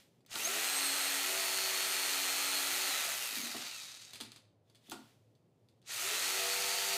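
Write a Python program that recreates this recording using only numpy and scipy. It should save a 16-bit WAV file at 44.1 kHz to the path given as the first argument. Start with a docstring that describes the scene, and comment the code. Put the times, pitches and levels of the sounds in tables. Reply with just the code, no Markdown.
"""In a humming workshop, one microphone picks up soft friction noise and small ticks, then a corded jigsaw starts.
It cuts thick plywood: gear teeth rattle and whine, the crank drones through resonances, the fan rushes.
Released, it coasts down while thumps sound in the board, snags as the blade leaves, crawls and sticks.
It is knocked, dragged and set down on the board; after faint ticks it starts again, running free to the end.
Strikes are noise bursts, tones follow the gear angle, knocks ring modes; room reflections lie behind."""
import sys
import numpy as np
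from scipy import signal
from scipy.fft import rfft, irfft, next_fast_len
from scipy.io import wavfile
from scipy.ndimage import uniform_filter1d

SR = 44100
rng = np.random.default_rng(int(sys.argv[2]) if len(sys.argv) > 2 else 0)


def file_out(sig):
    """Save sig as 16-bit WAV at sys.argv[1]."""
    # one column per channel
    cols = np.atleast_2d(sig).T
    # limit, then scale
    lim = np.clip(cols, -1, 1)
    pcm = np.round(lim * 32767).astype(np.int16)
    wavfile.write(sys.argv[1], SR, pcm)


N = 307361
HZ = np.maximum(np.fft.rfftfreq(next_fast_len(N + SR), 1 / SR), 1)   # frequency grid of all spectral filters

# Spectrum of the steady workshop floor: [f/Hz, relative level/dB per Hz]
AIR_COLOUR = [(20, -48.5), (59, -19), (89, -10), (130, 1.5), (216, -3.5), (542, -7.5), (1510, -28),
              (11700, -43), (15800, -46)]
AIR_DB = -72
# Low workshop hum: [t/s, level/dB]
HUM_LEVEL = [(0, -80), (3.7, -80), (4.2, -71), (6.97, -75)]
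HUM_HZ, HUM_WIDTH_HZ = 113, 16
ROOM_DB = -8   # reflections against the direct sound
ROOM_T60_S, ROOM_TREBLE_T60_S, ROOM_DULL_HZ = 0.45, 0.27, 5000   # above ROOM_DULL_HZ they die sooner
CUTOFF_HZ = 16100   # nothing is left above this

# Friction noise dying away before the first run, and handling between the runs: [t/s, level/dB]
RUSTLE_LEVEL = [
    [(0.0, -64), (0.1, -78.5), (0.2, -83), (0.265, -95), (0.29, -78)],
    [(4.62, -102), (4.68, -82), (4.8, -83), (4.87, -66.5), (5.1, -70.5), (5.2, -81.5), (5.45, -91),
     (5.6, -89), (5.8, -87.5)],
]
# Spectrum of that friction: [f/Hz, relative level/dB per Hz]
RUSTLE_COLOUR = [(470, -19), (800, -13), (1440, -13.5), (1890, -8.5), (3400, -7), (15800, -19.5)]
# Ringing while the shoe drags over the board: [f/Hz, width/Hz, lift/dB]
DRAG_PEAK = [(3500, 320, 9)]
DRAG_FROM_S, DRAG_TO_S = 4.65, 4.92
# Blows on the board: [t/s, strength/dB, brightness/dB per octave]
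THUMPS = [(0.34, -53, 9), (0.359, -48, 9.5), (3.324, -52, 6), (3.365, -50.5, -2), (3.39, -54, 5),
          (3.424, -53, -6), (3.462, -51, 6), (3.546, -43, 7.5), (3.6, -67, 10), (4.204, -47.5, 5),
          (4.885, -55, 1), (4.919, -41.5, 7), (4.942, -57, -5), (4.964, -62, 1)]
# Modes of the board: [f/Hz, relative level/dB, t60/s]
BOARD_MODES = [(215, -1, .09), (240, 0, .09), (275, 0, .08), (330, -1, .05), (420, -6, .04), (690, -9, .04),
               (900, -12, .03), (1152, -14, .03), (1410, -13, .03)]
JUDDER_T60_S, JUDDER_SHARE = 0.26, 0.72   # each blow judders on
# Dry ticks of trigger, shoe and blade: [t/s, strength/dB, treble snap above it/dB]
TICKS = [(0.2064, -71, -13), (0.2628, -59, 8), (0.299, -62, -4), (0.315, -41, -6), (0.356, -32, -10),
         (4.1338, -40, -9), (4.1475, -46, -5), (4.157, -42, -4), (4.203, -39, -9), (4.21, -35, -4),
         (4.319, -47.5, -10), (4.361, -48, -12), (4.699, -64, -2.5), (4.7484, -59, -8), (4.7544, -57.5, -4),
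         (4.8738, -67, 3), (4.898, -51.5, 13), (4.911, -48, 8), (4.9167, -35.5, -10), (5.3522, -71, -3),
         (5.687, -64.5, -7), (5.817, -68, 1), (5.861, -63, 0)]
# Spectrum of crack and tail: [f/Hz, relative level/dB per Hz]
TICK_COLOUR = [(530, -8.5), (1500, -6), (4710, 3), (5630, -8), (8890, -5), (15800, -20.5)]
# Modes of the metal shoe that the ticks excite: [f/Hz, relative level/dB]
SHOE_MODES = [(3460, 1.5), (4400, -6), (6200, -1.5), (7690, -5.5), (8820, -10.5)]
SHOE_T60_S = 0.022
SNAP_FROM_HZ = 5000

# Trigger of the saw, one row for each run: [pulled t/s, released t/s]
TRIGGER = [(0.285, 2.87), (5.849, 7.5)]
# Load, mostly the feed into the wood, slows the gear: [t/s, speed lost/turns per s]
FEED = [(0.55, 2.5), (0.8, 3.8), (0.95, 4.9), (1.15, 5.1), (1.25, 3.6), (1.38, 2.0), (1.8, 2.8), (2.3, 4.7),
        (2.7, 5.0), (2.87, 2.8), (6.15, 0.8), (6.27, 1.0), (6.5, 0)]
FREE_TURNS_PER_S = 97.8   # gear speed without load
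SQUEEZE_S, SPIN_UP_S = 0.016, 0.13   # soft closing of the trigger, time constant of the pull-up
COAST_S, FRICTION_TURNS_PER_S = 1.0, 15.0   # drag time constant, and dry friction that brings it to rest
SNAG_S, SNAG_TAKES_S, SNAG_TURNS_PER_S = 3.33, 0.12, 1.4   # the blade binds on its way out and brakes the gear
STICK_S, STICK_TAKES_S = 4.36, 0.12   # the crawling gear sticks and stops
TEETH, PINION_TEETH = 46, 5
LOOSE_BELOW, LOOSE_OVER = 80, 28   # turns per s under which the gear loosens, and over how many

# Low crank lines: [gear order, relative level in the wood/dB, relative level running free/dB]
CRANK = [(2, -79, -72.5), (3, -68.5, -73.5), (4, -70.5, -68.5), (5, -69, -58.5), (7, -67.5, -65),
         (8, -74, -60.5)]
# Armature lines, harmonics 1 and 2: [relative level in the wood/dB, relative level running free/dB]
ARMATURE = [(-60, -56), (-60, -64)]
# Resonances of board and room that the drone passes: [f/Hz, width/Hz, lift/dB]
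BOOM = [(277.6, 8, 11.5), (340, 17, 9), (383.6, 29, 14), (428, 21, 12.5), (484, 7.2, 6), (600, 10, 4),
        (675, 16, 19.5)]
FREE_FROM_S = 5   # from here the drone takes its running-free levels

# Uneven crank load gives the whine side lines: [gear orders from the whine, relative level/dB]
WHINE_SIDES = [(-2, -6.5), (0, -3), (2, -8)]
# The same around its octave: [gear orders from the octave, relative level/dB]
OCTAVE_SIDES = [(-2, -3.5), (-0.13, 4.5), (1, -6)]
# Overtones of the loose gear: [multiple of the tooth rate, relative level/dB]
OVERTONES = [(3, -69)]
# Casing resonances and a dip that the whine passes: [f/Hz, width/Hz, lift/dB]
WHINE_PEAKS = [(2730, 330, 8), (3280, 570, -13), (3780, 680, 5), (4690, 250, 3), (6410, 820, 20)]
# Whine through the runs: [t/s, whine above its law/dB, octave above its law/dB]
WHINE_COURSE = [(0.37, -9, 0), (0.425, 4, 1), (0.5, -10, 0), (0.72, 0, 13), (0.85, 4, 15), (1.05, 2, 13),
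                (1.25, -2, 0), (1.45, 3, 4), (2.0, 1, 6), (2.5, 3, 5), (2.7, 0, 3), (2.9, 3, 0),
                (3.06, -3, -9), (3.33, -3, -8), (3.4, 3, 8), (3.48, -9, 3), (5.97, -12, -10), (6.09, -1, 0),
                (6.6, -1, 0)]
# Law: relative level at full speed, and rise per octave of speed
WHINE_DB, WHINE_DB_PER_OCTAVE = -48.5, 4.0
OCTAVE_DB, OCTAVE_DB_PER_OCTAVE = -63.0, 2.5

# Spectrum of rattle and rush: [f/Hz, relative level/dB per Hz]
RATTLE_COLOUR = [(60, -38), (226, -22.5), (450, -11.5), (700, -6), (1000, -8.5), (2000, -5), (4260, 1.5),
                 (5400, -1), (7500, -1), (13500, -5.5), (15800, -8)]
# Resonances and a dip of the housing: [f/Hz, width/Hz, lift/dB]
HOUSING = [(1318, 170, 6), (1934, 200, 4.5), (2516, 410, 3), (6430, 1000, 4.5), (9960, 620, -4.5)]
# Casing rung by the unloaded, loose gear train: [f/Hz, width/Hz, lift/dB]
LOOSE_RING = [(3810, 130, 9), (4570, 1000, 6)]
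# Rattle against speed: [gear speed/turns per s, relative level/dB, bass above it/dB, treble above it/dB]
BY_SPEED = [(1.19, -84, -2, -20), (9.8, -67.5, -1, -46), (15, -59.5, -5, -14), (17.5, -53.5, -11.5, -16),
            (25.6, -47.5, -9.5, -11.5), (34.4, -45, -3.5, -9.5), (47.6, -42, -5.5, -3.5),
            (87.5, -38.5, -0.5, -3), (101.5, -37.5, -3.5, -4)]
WOOD_DB, WOOD_BASS_DB, WOOD_TREBLE_DB = -1.2, 2, 3   # added while the blade is in the cut
OUT_OF_CUT_S, WITHDRAW_S = 3.58, 0.25   # moment the blade is out, and how long it takes to leave


def amp(db):
    """dB to gain."""
    return 10 ** (np.asarray(db) / 20)


def rms_one(x):
    """Scale to rms 1."""
    return x / np.sqrt(np.mean(x ** 2) + 1e-20)


def in_time(rows, silent=None):
    """Each column as a curve over all samples; silent is its value outside the rows."""
    s, *columns = np.transpose(rows)
    after = silent if s[-1] < N / SR - .05 else None
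    return [np.interp(np.arange(N) / SR, s, column, silent, after) for column in columns]


def shaped(x, gain):
    """Filter by a gain given at every HZ."""
    return irfft(rfft(x, 2 * len(HZ) - 2) * gain)[:N]


def curve_gain(points):
    """Gain of a spectrum table, interpolated over log frequency."""
    hz, db = np.transpose(points)
    return amp(np.interp(np.log(HZ), np.log(hz), db))


def lift(peaks, hz):
    """Gain of bell-shaped resonances at hz."""
    return amp(sum(db / (1 + (2 * (hz - centre) / width) ** 2) for centre, width, db in peaks))


def drift(rate_hz):
    """Slow random wander of rms 1, low-passed at rate_hz."""
    knots = rng.standard_normal(N // 200 + 2)   # one every 200 samples
    sos = signal.butter(2, min(rate_hz * 400 / SR, .9), output="sos")
    return np.interp(np.arange(N) / 200, np.arange(len(knots)), rms_one(signal.sosfiltfilt(sos, knots)))


def ring(clicks, hz, t60):
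    """Two-pole resonator: a unit click sets a decaying sine of height 1 ringing."""
    r, w = amp(-60 / (t60 * SR)), 2 * np.pi * hz / SR
    return signal.lfilter([0, np.sin(w)], [1, -2 * r * np.cos(w), r * r], clicks + 1e-18)


def workshop_air():
    """A dull steady floor of noise, and narrow-band noise as a low hum that wavers."""
    air = rms_one(shaped(rng.standard_normal(N), curve_gain(AIR_COLOUR)))
    hum_gain = 1 / (1 + (2 * (HZ - HUM_HZ) / HUM_WIDTH_HZ) ** 2)
    hum = rms_one(shaped(rng.standard_normal(N), hum_gain))
    return amp(AIR_DB) * air + amp(in_time(HUM_LEVEL)[0]) * hum


def room(x):
    """Dense reflections dying away, the treble first, from 5 ms after the direct sound."""
    t, white = np.arange(SR // 2) / SR, rng.standard_normal(SR // 2)
    dull = signal.sosfilt(signal.butter(1, ROOM_DULL_HZ, fs=SR, output="sos"), white)
    tail = dull * amp(-60 * t / ROOM_T60_S) + (white - dull) * amp(-60 * t / ROOM_TREBLE_T60_S)
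    tail = tail * (t > .005)
    return x + amp(ROOM_DB) * signal.fftconvolve(x, tail / np.sqrt(np.sum(tail ** 2)))[:N]


def rustle():
    """Soft friction noise following the spells' levels, ringing while the shoe drags."""
    t, white, colour = np.arange(N) / SR, rng.standard_normal(N), curve_gain(RUSTLE_COLOUR)
    plain = shaped(white, colour)
    drag = shaped(white, colour * lift(DRAG_PEAK, HZ))
    dragging = (t > DRAG_FROM_S) & (t < DRAG_TO_S)
    noise = np.where(dragging, drag, plain) / np.std(plain)
    return noise * sum(amp(in_time(spell, -150)[0]) for spell in RUSTLE_LEVEL)


def thumps():
    """Each blow gives every mode of the board a strength of its own; bright blows favour the upper ones."""
    s, blow_db, bright_db = np.transpose(THUMPS)
    at, out = np.round(s * SR).astype(int), np.zeros(N)
    luck_db = rng.normal(0, 2, (len(s), len(BOARD_MODES)))
    for k, (hz, db, t60) in enumerate(BOARD_MODES):
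        clicks = np.zeros(N)
        clicks[at] = amp(blow_db + db + bright_db * np.log2(hz / 300) + luck_db[:, k]) * (-1) ** k
        # the energy of the judder falls 60 dB in its t60
        energy = signal.lfilter([1], [1, -amp(-120 / (JUDDER_T60_S * SR))], clicks ** 2 + 1e-30)
        judder = np.sqrt(energy) * rng.standard_normal(N) / np.sqrt(JUDDER_T60_S * SR / 14)
        clicks = clicks + JUDDER_SHARE * judder
        clicks = uniform_filter1d(clicks, size=16, origin=-8)   # a soft contact
        out += ring(clicks, hz, t60)
    # a small board radiates no deep bass
    return signal.sosfilt(signal.butter(2, 110, "high", fs=SR, output="sos"), out)


def ticks(crack_s, ring_db, tail_db, tail_s):
    """A crack with a sharp treble snap sets the metal shoe ringing and leaves a faint noisy tail."""
    t = np.arange(N) / SR
    tail, crack, snap = np.zeros(N), np.zeros(N), np.zeros(N)   # energies
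    for s, db, snap_db in TICKS:
        now = slice(round(s * SR), round((s + .3) * SR))
        since = t[now] - s
        crack[now] += amp(db - 60 * since / crack_s) ** 2
        snap[now] += amp(db + snap_db - 60 * since / crack_s) ** 2
        tail[now] += amp(db + tail_db - 60 * since / tail_s) ** 2
    colour = curve_gain(TICK_COLOUR)
    colour = colour / np.sqrt(np.mean(colour ** 2))
    out = shaped(np.sqrt(tail + crack) * rng.standard_normal(N), colour)
    out += shaped(np.sqrt(snap) * rng.standard_normal(N), 1 / (1 + (SNAP_FROM_HZ / HZ) ** 2))
    for hz, db in SHOE_MODES:
        hit = amp(ring_db + db) * np.sqrt(crack + snap) * rng.standard_normal(N)
        out = out + ring(hit, hz, SHOE_T60_S)
    return out


def gear():
    """Speed in turns per s: pull-up to the loaded speed, then coasting against drag and friction."""
    t = np.arange(N) / SR
    load = in_time(FEED)[0]
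    speed = np.full(N, .5)   # a floor too slow to be heard
    for on, off in TRIGGER:
        since = SQUEEZE_S * np.logaddexp(0, (t - on) / SQUEEZE_S)
        driven = (FREE_TURNS_PER_S - load) * (1 - np.exp(-since / SPIN_UP_S))
        last = driven[min(round(off * SR), N) - 1]
        dragged = (last + FRICTION_TURNS_PER_S) * np.exp(-np.maximum(t - off, 0) / COAST_S)
        coasting = dragged - FRICTION_TURNS_PER_S
        coasting -= SNAG_TURNS_PER_S * np.clip((t - SNAG_S) / SNAG_TAKES_S, 0, 1)
        coasting *= np.clip(1 - (t - STICK_S) / STICK_TAKES_S, 0, 1)
        speed = np.maximum(speed, np.where(t < off, driven, coasting))
    return speed


def looseness(speed):
    """Unloaded teeth have play: 0 under drive or at speed, 1 when coasting slowly."""
    t = np.arange(N) / SR
    between_runs = (t > TRIGGER[0][1]) & (t < TRIGGER[1][0])
    return np.clip((LOOSE_BELOW - speed) / LOOSE_OVER, 0, 1) * between_runs


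def drone(turns, speed, torque_db, free_torque_db, waver_db):
    """Low orders of crank and armature, changed in level by resonances and by the motor's pull-up."""
    free = np.arange(N) / SR > FREE_FROM_S
    pull = uniform_filter1d(np.clip(np.gradient(speed) * SR / 80, 0, 1), size=4000)
    lines = [(round(order), cut_db, free_db) for order, cut_db, free_db in CRANK]
    for k, (cut_db, free_db) in enumerate(ARMATURE, 1):
        lines.append((k * TEETH / PINION_TEETH, cut_db, free_db))
    out = 0
    for order, cut_db, free_db in lines:
        db = np.where(free, free_db, cut_db) + waver_db * drift(3.8)
        gain = amp(db) * lift(BOOM, order * speed)
        out = out + np.sqrt(2) * gain * np.sin(2 * np.pi * (order * turns + rng.random()))
    torque = amp(np.where(free, free_torque_db, torque_db) * pull)
    return out * torque * np.clip((speed - 30) / 65, 0, 2) ** 2   # fading fast as the gear slows


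def whine(turns, speed, whine_db, octave_db, waver_db, blur, loose_db):
    """The tooth rate and its octave, with side lines that swell and fade; rough while the speed changes."""
    acceleration = np.abs(np.gradient(speed)) * SR / FREE_TURNS_PER_S
    unsteady = blur * np.sqrt(acceleration) * drift(36)
    loose = looseness(speed)
    out = 0
    for order, sides, level_db in (TEETH, WHINE_SIDES, whine_db), (2 * TEETH, OCTAVE_SIDES, octave_db):
        for step, db in sides:
            # fractional steps move only the resonance gain, not the pitch
            phase = 2 * np.pi * ((order + round(step)) * turns + rng.random()) + unsteady
            db = db + loose_db * abs(step) * loose   # side lines weaken on an unloaded crank
            gain = amp(level_db + db + waver_db * drift(19.0))
            gain = gain * lift(WHINE_PEAKS, (order + step) * speed)
            out = out + np.sqrt(2) * gain * np.sin(phase)
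    for times, db in OVERTONES:
        order = times * TEETH
        gain = amp(db) * loose * lift(WHINE_PEAKS, order * speed)
        out = out + np.sqrt(2) * gain * np.sin(2 * np.pi * order * turns)
    return out * np.clip((speed - 20) / 10, 0, 1)   # silent when slow


def rattle(turns, speed, spread_db, strike_s, rush, throb, double_throb, slap, burst_db):
    """Every tooth strikes with a chance strength, sparser as the gear slows, over the rush of the fan."""
    strikes = np.diff(np.floor(TEETH * turns), prepend=0) > 0
    sizes = amp(spread_db * np.minimum(rng.exponential(1, N), 3))
    # each strike is a short noise burst; its level falls 30 dB in strike_s
    energy = signal.lfilter([1], [1, -amp(-60 / (strike_s * SR))], strikes * sizes ** 2)
    clicks = rms_one(rng.standard_normal(N) * np.sqrt(energy / np.maximum(speed, 8)))

    angle = 2 * np.pi * turns
    load = 1 + throb * np.cos(angle) + double_throb * np.cos(2 * angle)   # the crank's cycle
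    loose = looseness(speed)
    slaps_db = slap * (np.cos(2 * angle) + np.cos(4 * angle))   # play at the stroke ends
    load = load * amp(loose * (slaps_db + burst_db * drift(30)))
    fan = rush * np.sqrt(speed / 95) * rng.standard_normal(N)
    source = load * (clicks + fan)
    source = source / np.sqrt(uniform_filter1d(source ** 2, size=8000))   # even out the slow level

    colour = curve_gain(RATTLE_COLOUR) * lift(HOUSING, HZ)
    bass = 1 / (1 + (HZ / 2500) ** 6)
    treble = 1 / (1 + (9500 / HZ) ** 12)
    middle = 1 - bass - treble + 1e-9
    low, mid, high = (rms_one(shaped(source, colour * np.sqrt(part))) for part in (bass, middle, treble))
    ringing = rms_one(shaped(mid, lift(LOOSE_RING, HZ)))
    mid = mid + loose * (ringing - mid)

    at, *columns = np.transpose(sorted(BY_SPEED))
    level_db, bass_db, treble_db = (np.interp(speed, at, column) for column in columns)
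    wood = np.clip((OUT_OF_CUT_S - np.arange(N) / SR) / WITHDRAW_S, 0, 1)
    level = amp(level_db + WOOD_DB * wood) * (speed > 1)
    low = amp(bass_db + WOOD_BASS_DB * wood) * low
    high = amp(treble_db + WOOD_TREBLE_DB * wood) * high
    return level * (mid + low + high)


def scene():
    """Workshop, handling and saw as one microphone hears them, alike on both channels."""
    speed = gear()
    turns = np.cumsum(speed) / SR
    octaves = np.log2(speed / FREE_TURNS_PER_S)
    whine_course_db, octave_course_db = in_time(WHINE_COURSE)
    whine_db = WHINE_DB + whine_course_db + WHINE_DB_PER_OCTAVE * octaves
    octave_db = OCTAVE_DB + octave_course_db + OCTAVE_DB_PER_OCTAVE * octaves

    handling = ticks(crack_s=0.0077, ring_db=-26.0, tail_db=-9.0, tail_s=0.15) + thumps()
    tones = drone(turns, speed, torque_db=8.0, free_torque_db=-6.0, waver_db=1.6)
    tones = tones + whine(turns, speed, whine_db, octave_db, waver_db=2.6, blur=0.9, loose_db=-4)
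    saw = rattle(turns, speed, spread_db=3.0, strike_s=0.0027, rush=0.69, throb=0.064,
                 double_throb=0.13, slap=0.66, burst_db=0.7)
    # the tones are heard mostly direct, with little of them in the room
    in_room = room(handling + amp(-3.0) * saw + amp(-22.0) * tones)
    mono = workshop_air() + rustle() + in_room + tones
    return np.array([mono, mono])


def record(dry):
    """A steep low-pass cuts the top."""
    return signal.sosfilt(signal.cheby2(16, 70, CUTOFF_HZ, fs=SR, output="sos"), dry)


dry = scene()
out = record(dry)
file_out(out)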